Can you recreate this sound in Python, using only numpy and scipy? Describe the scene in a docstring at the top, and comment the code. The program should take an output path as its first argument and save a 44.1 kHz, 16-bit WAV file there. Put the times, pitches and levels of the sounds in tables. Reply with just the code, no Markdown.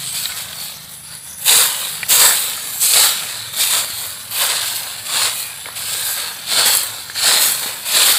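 """Sweeping dry leaves

A short twig broom sweeps dry leaves and dirt on a woodland path, near a phone microphone.
Clumped clicks over hiss, shaped by a spectrum per layer, make the scrape of soil, rustle of leaves and hiss of grit.
Dying rings make the cracks, and narrow bands of noise make faint whistles; short echoes colour the sweeping.
Behind are rustling trees, a pulsed-noise insect, a low noise rumble and an engine built from sine orders."""
import sys
import numpy as np
from scipy import signal
from scipy.fft import rfft, irfft, next_fast_len
from scipy.io import wavfile
from scipy.ndimage import uniform_filter1d, map_coordinates

SR = 44100
rng = np.random.default_rng(int(sys.argv[2]) if len(sys.argv) > 2 else 0)


def to_wav(sig):
    """Store sig (one row per channel, or 1-D mono) as 16-bit WAV at the path in sys.argv[1].

    Samples outside -1..1 are clipped; the rate is SR.
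    """
    pcm = np.clip(np.atleast_2d(sig), -1, 1) * 32767
    pcm = np.round(pcm).astype(np.int16)
    wavfile.write(sys.argv[1], SR, pcm.T)  # frames by channels


N = 360738
TIME = np.arange(N) / SR  # seconds


def gain_of(db):
    """Logarithmic level: 20 dB is a tenfold amplitude."""
    return 10 ** (np.asarray(db) / 20)


def evened(x):
    """Normalization: scales a signal to an rms of 1."""
    return x / np.sqrt(np.mean(x ** 2) + 1e-20)


def read(points, hz):
    """Interpolation of a spectrum in dB along a logarithmic frequency axis."""
    point_hz, db = np.transpose(points)
    return np.interp(np.log(hz + 1), np.log(point_hz + 1), db)


def filtered(x, order, hz, kind="low"):
    """Causal Butterworth filtering: a flat passband with smooth skirts."""
    return signal.sosfilt(signal.butter(order, hz, kind, fs=SR, output="sos"), x)


def coloured(x, spectrum, patchy_db, patch_hz, patch_s, size=256):
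    """Time-varying filtering: a fixed spectrum whose level drifts in random patches of pitch and time."""
    overlap = 3 * size // 4
    hz, t, bins = signal.stft(x, SR, nperseg=size, noverlap=overlap)
    field = rng.standard_normal(bins.shape[::-1]).T
    # Gaussian blur turns independent random levels into smooth patches
    across_pitch = np.exp(-0.5 * (np.arange(-24, 25) * hz[1] / patch_hz) ** 2)
    across_time = np.exp(-0.5 * (np.arange(-100, 101) * t[1] / patch_s) ** 2)
    patches = evened(signal.fftconvolve(field, np.outer(across_pitch, across_time), "same"))
    bins = bins * gain_of(read(spectrum, hz)[:, None] + patchy_db * patches)
    shaped = signal.istft(bins, SR, nperseg=size, noverlap=overlap)[1]
    return evened(shaped[:N])


def scratch(per_s, spread_db, hiss, clump_db, clump_hz):
    """Stick-slip friction: uneven clicks over a smooth hiss, in clumps as twigs catch and slip."""
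    chance, size = rng.random(N), rng.exponential(1, N)
    smooth, clump = rng.standard_normal(N), rng.standard_normal(N)
    struck = chance < per_s / SR
    clicks = struck * np.sign(smooth) * gain_of(spread_db * np.minimum(size, 4))
    clumps = evened(filtered(clump, 1, clump_hz))
    # reversed, the hiss is unrelated to the signs of the clicks
    return gain_of(clump_db * clumps) * (evened(clicks) + hiss * smooth[::-1])


# Pushes of the broom. Each row: start in seconds, rise in seconds, hold in seconds, leaf rustle in dB,
# soil scrape in dB above the rustle, grit hiss in dB above the rustle, settling litter in dB above the push.
PUSHES = [(-0.02, 0.027, 0.083, -29, -10.5, -1.5, -11), (0.117, 0.034, 0.097, -25.5, -9.5, 1, -11),
          (0.282, 0.02, 0.015, -30.5, -2.5, -15, -1.5), (0.347, 0.027, 0.02, -28.5, -10, 0.5, -6.5),
          (0.52, 0.1, 0.04, -32, -13, 4, -9), (1.03, 0.019, 0.045, -40, -9.5, -17, -17.5),
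          (1.092, 0.025, 0.02, -36, -4, -10, -6), (0.876, 0.021, 0.021, -47, -34, 12, -14),
          (1.23, 0.017, 0.03, -45.5, 1, 9, -11), (1.375, 0.078, 0.01, -32, -5, 9, -18),
          (1.45, 0.038, 0.12, -13.5, -7.5, 3.5, -7.5), (2.081, 0.028, 0.04, -15, -7.5, 5.5, -3),
          (2.145, 0.07, 0.045, -14.5, -3, 4.5, -28), (2.608, 0.19, 0.06, -39, -39, 17.5, -18),
          (2.794, 0.042, 0.024, -18.5, -13, 6.5, -18.5), (2.883, 0.076, 0.094, -13, -7.5, -1.5, -8.5),
          (3.268, 0.03, 0.04, -41.5, 7, -22, -20), (3.519, 0.02, 0.02, -30.5, -9, 2, -27),
          (3.56, 0.042, 0.035, -18, -10.5, 2, -14.5), (3.659, 0.081, 0.038, -17.5, -6.5, -0.5, -8),
          (3.93, 0.082, 0.06, -40, -1, 14, -5), (4.304, 0.12, 0.028, -18, -5, -1, -6),
          (4.466, 0.032, 0.05, -21, -5, -19, -5), (4.607, 0.05, 0.032, -28.5, -19, 6, -5),
          (4.74, 0.014, 0.012, -29.5, -20, 3.5, -6), (5.048, 0.11, 0.1, -18.5, -5.5, -6.5, -9.5),
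          (5.3, 0.038, 0.07, -31.5, -24, 6.5, -7), (5.645, 0.018, 0.027, -40, 4.5, -8, -20),
          (5.747, 0.024, 0.12, -27, -9.5, -2, -9), (5.85, 0.082, 0.1, -26.5, -9, 1, 1),
          (6.024, 0.044, 0.033, -31.5, -3, 12, -14), (6.132, 0.06, 0.057, -28, -1.5, -17, -8),
          (6.46, 0.059, 0.023, -19.5, -6.5, -6, -25), (6.545, 0.044, 0.006, -13, -5, -15, -29),
          (6.648, 0.012, 0.02, -15.5, -5.5, 1.5, -10.5), (6.708, 0.026, 0.044, -23.5, -5, 4, -13),
          (7.146, 0.12, 0.087, -14, -6.5, -8.5, -10.5), (7.364, 0.052, 0.054, -19, -5.5, 6, -8),
          (7.579, 0.054, 0.04, -27.5, -1.5, -17, -18), (7.848, 0.12, 0.062, -14, -8, -3, -3.5),
          (8.022, 0.044, 0.032, -15, -7.5, 2, -7)]
TOUCH_S = 0.009  # the twigs touch down
# for leaves, soil and grit in turn:
TOUCH_DB = (-14, -16.5, -9)  # level at touch-down, relative to the hold
LIFT_DB_PER_S = (-120, -110, -110)  # as the broom lifts
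SETTLE_DB_PER_S = (-26, -21.5, -34.5)  # as the litter settles


def pressure(layer):
    """Incoherent summation: pushes touch down, swell, hold, lift and leave settling litter; powers add."""
    t, power = TIME[::88], 0  # a coarse time grid is enough for slow gains
    for start, rise, hold, rustle_db, soil_db, grit_db, settle_db in PUSHES:
        since = t - start
        after = np.maximum(since - rise - hold, 0)
        touch = np.clip(since / TOUCH_S, 0, 1)
        swell_db = TOUCH_DB[layer] * np.clip(1 - since / rise, 0, 1)
        lift_db = LIFT_DB_PER_S[layer] * after
        litter_db = settle_db + SETTLE_DB_PER_S[layer] * after
        layer_db = rustle_db + (0, soil_db, grit_db)[layer]
        gain = touch * gain_of(layer_db + swell_db + np.maximum(lift_db, litter_db))
        power = power + gain ** 2
    return np.interp(TIME, t, np.sqrt(power))


# Spectra of soil scrape, low drag of the heap, leaf rustle and grit hiss.
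# Each row: frequency in Hz, relative density in dB per Hz.
SOIL = [(60, -60), (250, -101), (400, -9.5), (550, -2.5), (1000, -1.5), (1600, 2), (2400, -4), (3200, -41),
        (5000, -13)]
DRAG = [(60, -38), (150, -10), (280, -4), (480, -8.5), (800, -23)]
LEAVES = [(1500, -26.5), (2400, -1.5), (3200, -2), (5000, -0.5), (6000, -6.5), (7000, -2.5), (8600, -1.5),
          (10000, -2), (13000, -15.5)]
GRIT = [(3500, -26), (5300, -8), (6500, -1), (8500, -0.5), (9800, -0.5), (11500, 0), (13500, -0.5),
        (15600, -4)]
DRAG_DB, DRAG_DB_PER_S = -22, 0.72  # relative to the soil scrape, growing with the heap


def broom():
    """Friction noise: four scratching layers follow the pushes, each in its own range of pitch."""
    soil = coloured(scratch(1200, 3.1, 1.0, 0.92, 24), SOIL, 2.03, 41, 0.037, size=1024)
    drag = coloured(scratch(150, 2.9, 0.47, 3.0, 17), DRAG, 2.2, 80, 0.099, size=1024)
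    soil = soil + gain_of(DRAG_DB + DRAG_DB_PER_S * TIME) * drag
    leaves = coloured(scratch(2200, 3.2, 1.1, 1.3, 40), LEAVES, 1.9, 110, 0.045, size=512)
    grit = coloured(scratch(2600, 4.2, 1.0, 1.0, 38), GRIT, 2.7, 160, 0.035, size=512)
    rustle = pressure(layer=0)
    sweep = rustle * leaves + pressure(layer=1) * soil + pressure(layer=2) * grit
    # the fainter the rustle, the hollower the sound between the two bright ranges
    rustle_db = 20 * np.log10(rustle + 1e-9)
    hollow = np.clip((-19.5 - rustle_db) / 30, 0, 0.6)
    between = signal.butter(2, [5200, 7100], "band", fs=SR, output="sos")
    return sweep - hollow * signal.sosfiltfilt(between, sweep)


# Single cracks of twigs and leaves. Each row: start in seconds, level of the ring in dB, pitch in Hz.
CRACKS = [(0.256, -13, 3900), (0.259, -22, 1890), (0.319, -25, 4300), (0.322, -19.5, 2160),
          (0.53, -21, 3270), (0.892, -33, 4140), (1.152, -23, 10050), (2.031, -10, 2330),
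          (2.035, -14.5, 1970), (2.44, -13, 8800), (5.658, -17, 2240), (5.664, -23, 594),
          (5.687, -19, 1080), (5.719, -34, 4480), (5.893, -20, 4470), (5.926, -23, 3600), (5.94, -25, 3920),
          (6.11, -19, 11000), (6.751, -2, 11030), (6.771, -3, 11000), (6.833, -11, 11140),
          (7.099, -21, 1660), (7.159, -16, 1700), (7.177, -16, 4570), (7.52, -6, 11030)]
CRACK_T60_S, CRACK_ROUGH = 0.015, 0.6  # time to fall 60 dB; least roughness, as a share of the ring


def cracks():
    """Damped resonance: sudden, quickly dying rings roughened by splinters, more so at high pitch."""
    out, t = np.zeros(N + 2048), np.arange(2048) / SR
    splinters = rng.standard_normal((len(CRACKS), 2048))
    for (start, db, hz), noise in zip(CRACKS, splinters):
        grain = evened(uniform_filter1d(noise, size=3 + round(SR / hz)))
        roughness = CRACK_ROUGH + hz / 20000
        ring = np.sin(2 * np.pi * hz * t) * (1 + roughness * grain)
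        out[round(start * SR):][:2048] += gain_of(db - 60 * t / CRACK_T60_S) * ring
    return filtered(out[:N], 2, 350, "high")


# Echoes off the ground and nearby trunks.
# Each row: time in seconds, near delay in milliseconds, far delay in milliseconds.
ECHOES = [(0, 0.81, 3), (0.8, 0.98, 2.2), (1.5, 1.01, 1.9), (2.75, 1, 2.27), (3.3, 0.72, 2.24),
          (5.1, 1.14, 1.68), (5.65, 0.87, 2.24), (7.198, 1.19, 2.15), (8.18, 1, 1.92)]
NEAR_SHARE, FAR_SHARE = 0.07, 0.15  # echo gains


def echoed(x):
    """Comb filtering: two short, dull echoes make bands that shift now and then."""
    s, *columns = np.transpose(ECHOES)
    near_ms, far_ms = (np.interp(TIME, s, column) for column in columns)
    dull = filtered(x, 2, 3800)

    def late(ms):
        """Variable delay: reads the dulled sound between samples."""
        return map_coordinates(dull, [np.arange(N) - ms * SR / 1000], order=3)

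    return x + NEAR_SHARE * late(near_ms) + FAR_SHARE * late(far_ms)


# Faint whistles as twigs drag. Each row: start in seconds, length in seconds, pitch in Hz, level in dB.
WHISTLES = [(5.2, 0.41, 2470, -38.5), (5.78, 0.65, 1600, -35.5), (0.013, 0.17, 8350, -29)]
WHISTLE_WIDTH = 0.06  # share of the pitch


def whistles():
    """Narrow-band noise: a slim band around a pitch is heard as a whistle that swells and fades."""
    out, noise = np.zeros(N), rng.standard_normal(N)
    for start, length, hz, db in WHISTLES:
        band = [hz * (1 - WHISTLE_WIDTH / 2), hz * (1 + WHISTLE_WIDTH / 2)]
        at = slice(round(start * SR), round((start + length) * SR))
        tone = evened(filtered(noise[at], 2, band, "band"))
        out[at] += gain_of(db) * tone * np.sqrt(np.hanning(at.stop - at.start))
    return out


# Spectrum of the trees around. Each row: frequency in Hz, relative density in dB per Hz.
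FOLIAGE = [(300, -4.5), (1200, 1), (4000, -18), (6000, 17.5), (9000, -22), (12000, 12), (15600, -13)]
FOLIAGE_DB = -38.5


def foliage():
    """Broadband contact noise: the faint, wide rustle of the trees around."""
    return gain_of(FOLIAGE_DB) * coloured(scratch(1500, 2.3, 1.8, 3.5, 20), FOLIAGE, 2.3, 550, 0.11)


# Loudness of the insect. Each row: time in seconds, level in dB.
INSECT = [(0.9, -72), (0.93, -38.5), (1.449, -33.5), (3.0, -44), (4.3, -40.5), (5.682, -38), (5.8, -42),
          (8.18, -59)]
INSECT_HZ, INSECT_WIDTH_HZ, INSECT_PULSES_PER_S = 10190, 810, 220  # the pulse rate is a mean


def insect():
    """Amplitude modulation: quick uneven pulses of noise in one high band."""
    s, db = np.transpose(INSECT)
    unevenness = 0.53 * uniform_filter1d(rng.standard_normal(N), 400)
    turns = np.cumsum(INSECT_PULSES_PER_S * (1 + unevenness)) / SR
    pulses = (0.6 + np.exp(-(turns % 1) / 0.28)) * rng.standard_normal(N)
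    band = [INSECT_HZ - INSECT_WIDTH_HZ / 2, INSECT_HZ + INSECT_WIDTH_HZ / 2]
    buzz = filtered(pulses, 5, band, "band")
    return gain_of(np.interp(TIME, s, db)) * evened(buzz)


# Spectrum of the rumble. Each row: frequency in Hz, relative density in dB per Hz.
RUMBLE = [(20, -32), (45, -31), (85, -4), (150, -5), (200, -6.5), (270, -14.5), (350, -22.5), (520, -35)]
RUMBLE_DB = -50.5


def rumble():
    """Low-frequency noise: a distant drone, slowly lumpy."""
    return gain_of(RUMBLE_DB) * coloured(rng.standard_normal(N), RUMBLE, 2.2, 33, 0.097, size=4096)


# Engine orders. Each row: multiple of the firing rate, level running fast in dB, level running slow in dB.
ENGINE_ORDERS = [(3, -60, -68), (4, -62, -62.5), (5, -54, -54), (6, -53, -62), (7, -60, -70), (8, -60, -66)]
# Course of the engine. Each row: time in seconds, firing rate in Hz, load in dB added to every order.
ENGINE = [(0, 26, 5), (0.4, 26, 0), (1.5, 26.3, -2), (2.6, 26, -2), (3.38, 22.3, -3), (3.5, 22, 4),
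          (4.0, 21.6, 0), (5.35, 21.2, 2), (5.5, 21.3, -5), (5.9, 21.8, 2), (7.3, 21.8, 0), (7.7, 21, -8),
          (8.18, 21, -8)]


def engine():
    """Harmonic series: a far engine slows down, its low orders throbbing together, each wavering in level."""
    s, *columns = np.transpose(ENGINE)
    hz, load_db = (np.interp(TIME, s, column) for column in columns)
    turns = np.cumsum(hz) / SR
    fast = np.clip((hz - 22.5) / 2.6, 0, 1)  # 0 running slow, 1 running fast
    noise = rng.standard_normal((len(ENGINE_ORDERS), N))
    wavers = uniform_filter1d(uniform_filter1d(noise, size=2500), size=2500)
    out = np.zeros(N)
    for (order, fast_db, slow_db), waver in zip(ENGINE_ORDERS, wavers):
        db = slow_db + fast * (fast_db - slow_db) + load_db + 4.2 * evened(waver)
        out += gain_of(db) * np.cos(2 * np.pi * round(order) * turns)
    return out


def scene():
    """Superposition: all sources add at one microphone, which feeds both channels."""
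    sweeping = echoed(broom() + cracks()) + whistles()
    background = foliage() + insect() + rumble() + engine()
    return np.tile(sweeping + background, (2, 1))


# Response of the microphone and its port. Each row: frequency in Hz, gain in dB.
MIC = [(300, 1), (2900, 0.5), (3600, 6), (4500, 6), (5100, -1.5), (5900, -5.5), (6800, -2), (7800, 3),
       (9000, -0.5), (15600, -0.5)]
KNEE = 1.25  # level the soft bend approaches, where full scale is 1
EDGE_HZ = 15560  # band limit


def record(dry):
    """Resonance and saturation: port resonances, a preamp that bends and clips at full scale, a band limit."""
    size = next_fast_len(N)
    response = gain_of(read(MIC, np.fft.rfftfreq(size, 1 / SR)))
    heard = irfft(rfft(dry, size) * response, size)[:, :N]
    clipped = np.clip(KNEE * np.tanh(heard / KNEE), -1, 1)
    lowpass = signal.firwin(1023, EDGE_HZ, window=("kaiser", 9), fs=SR)
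    return signal.oaconvolve(clipped, lowpass[None], "same")


dry = scene()
out = record(dry)
to_wav(out)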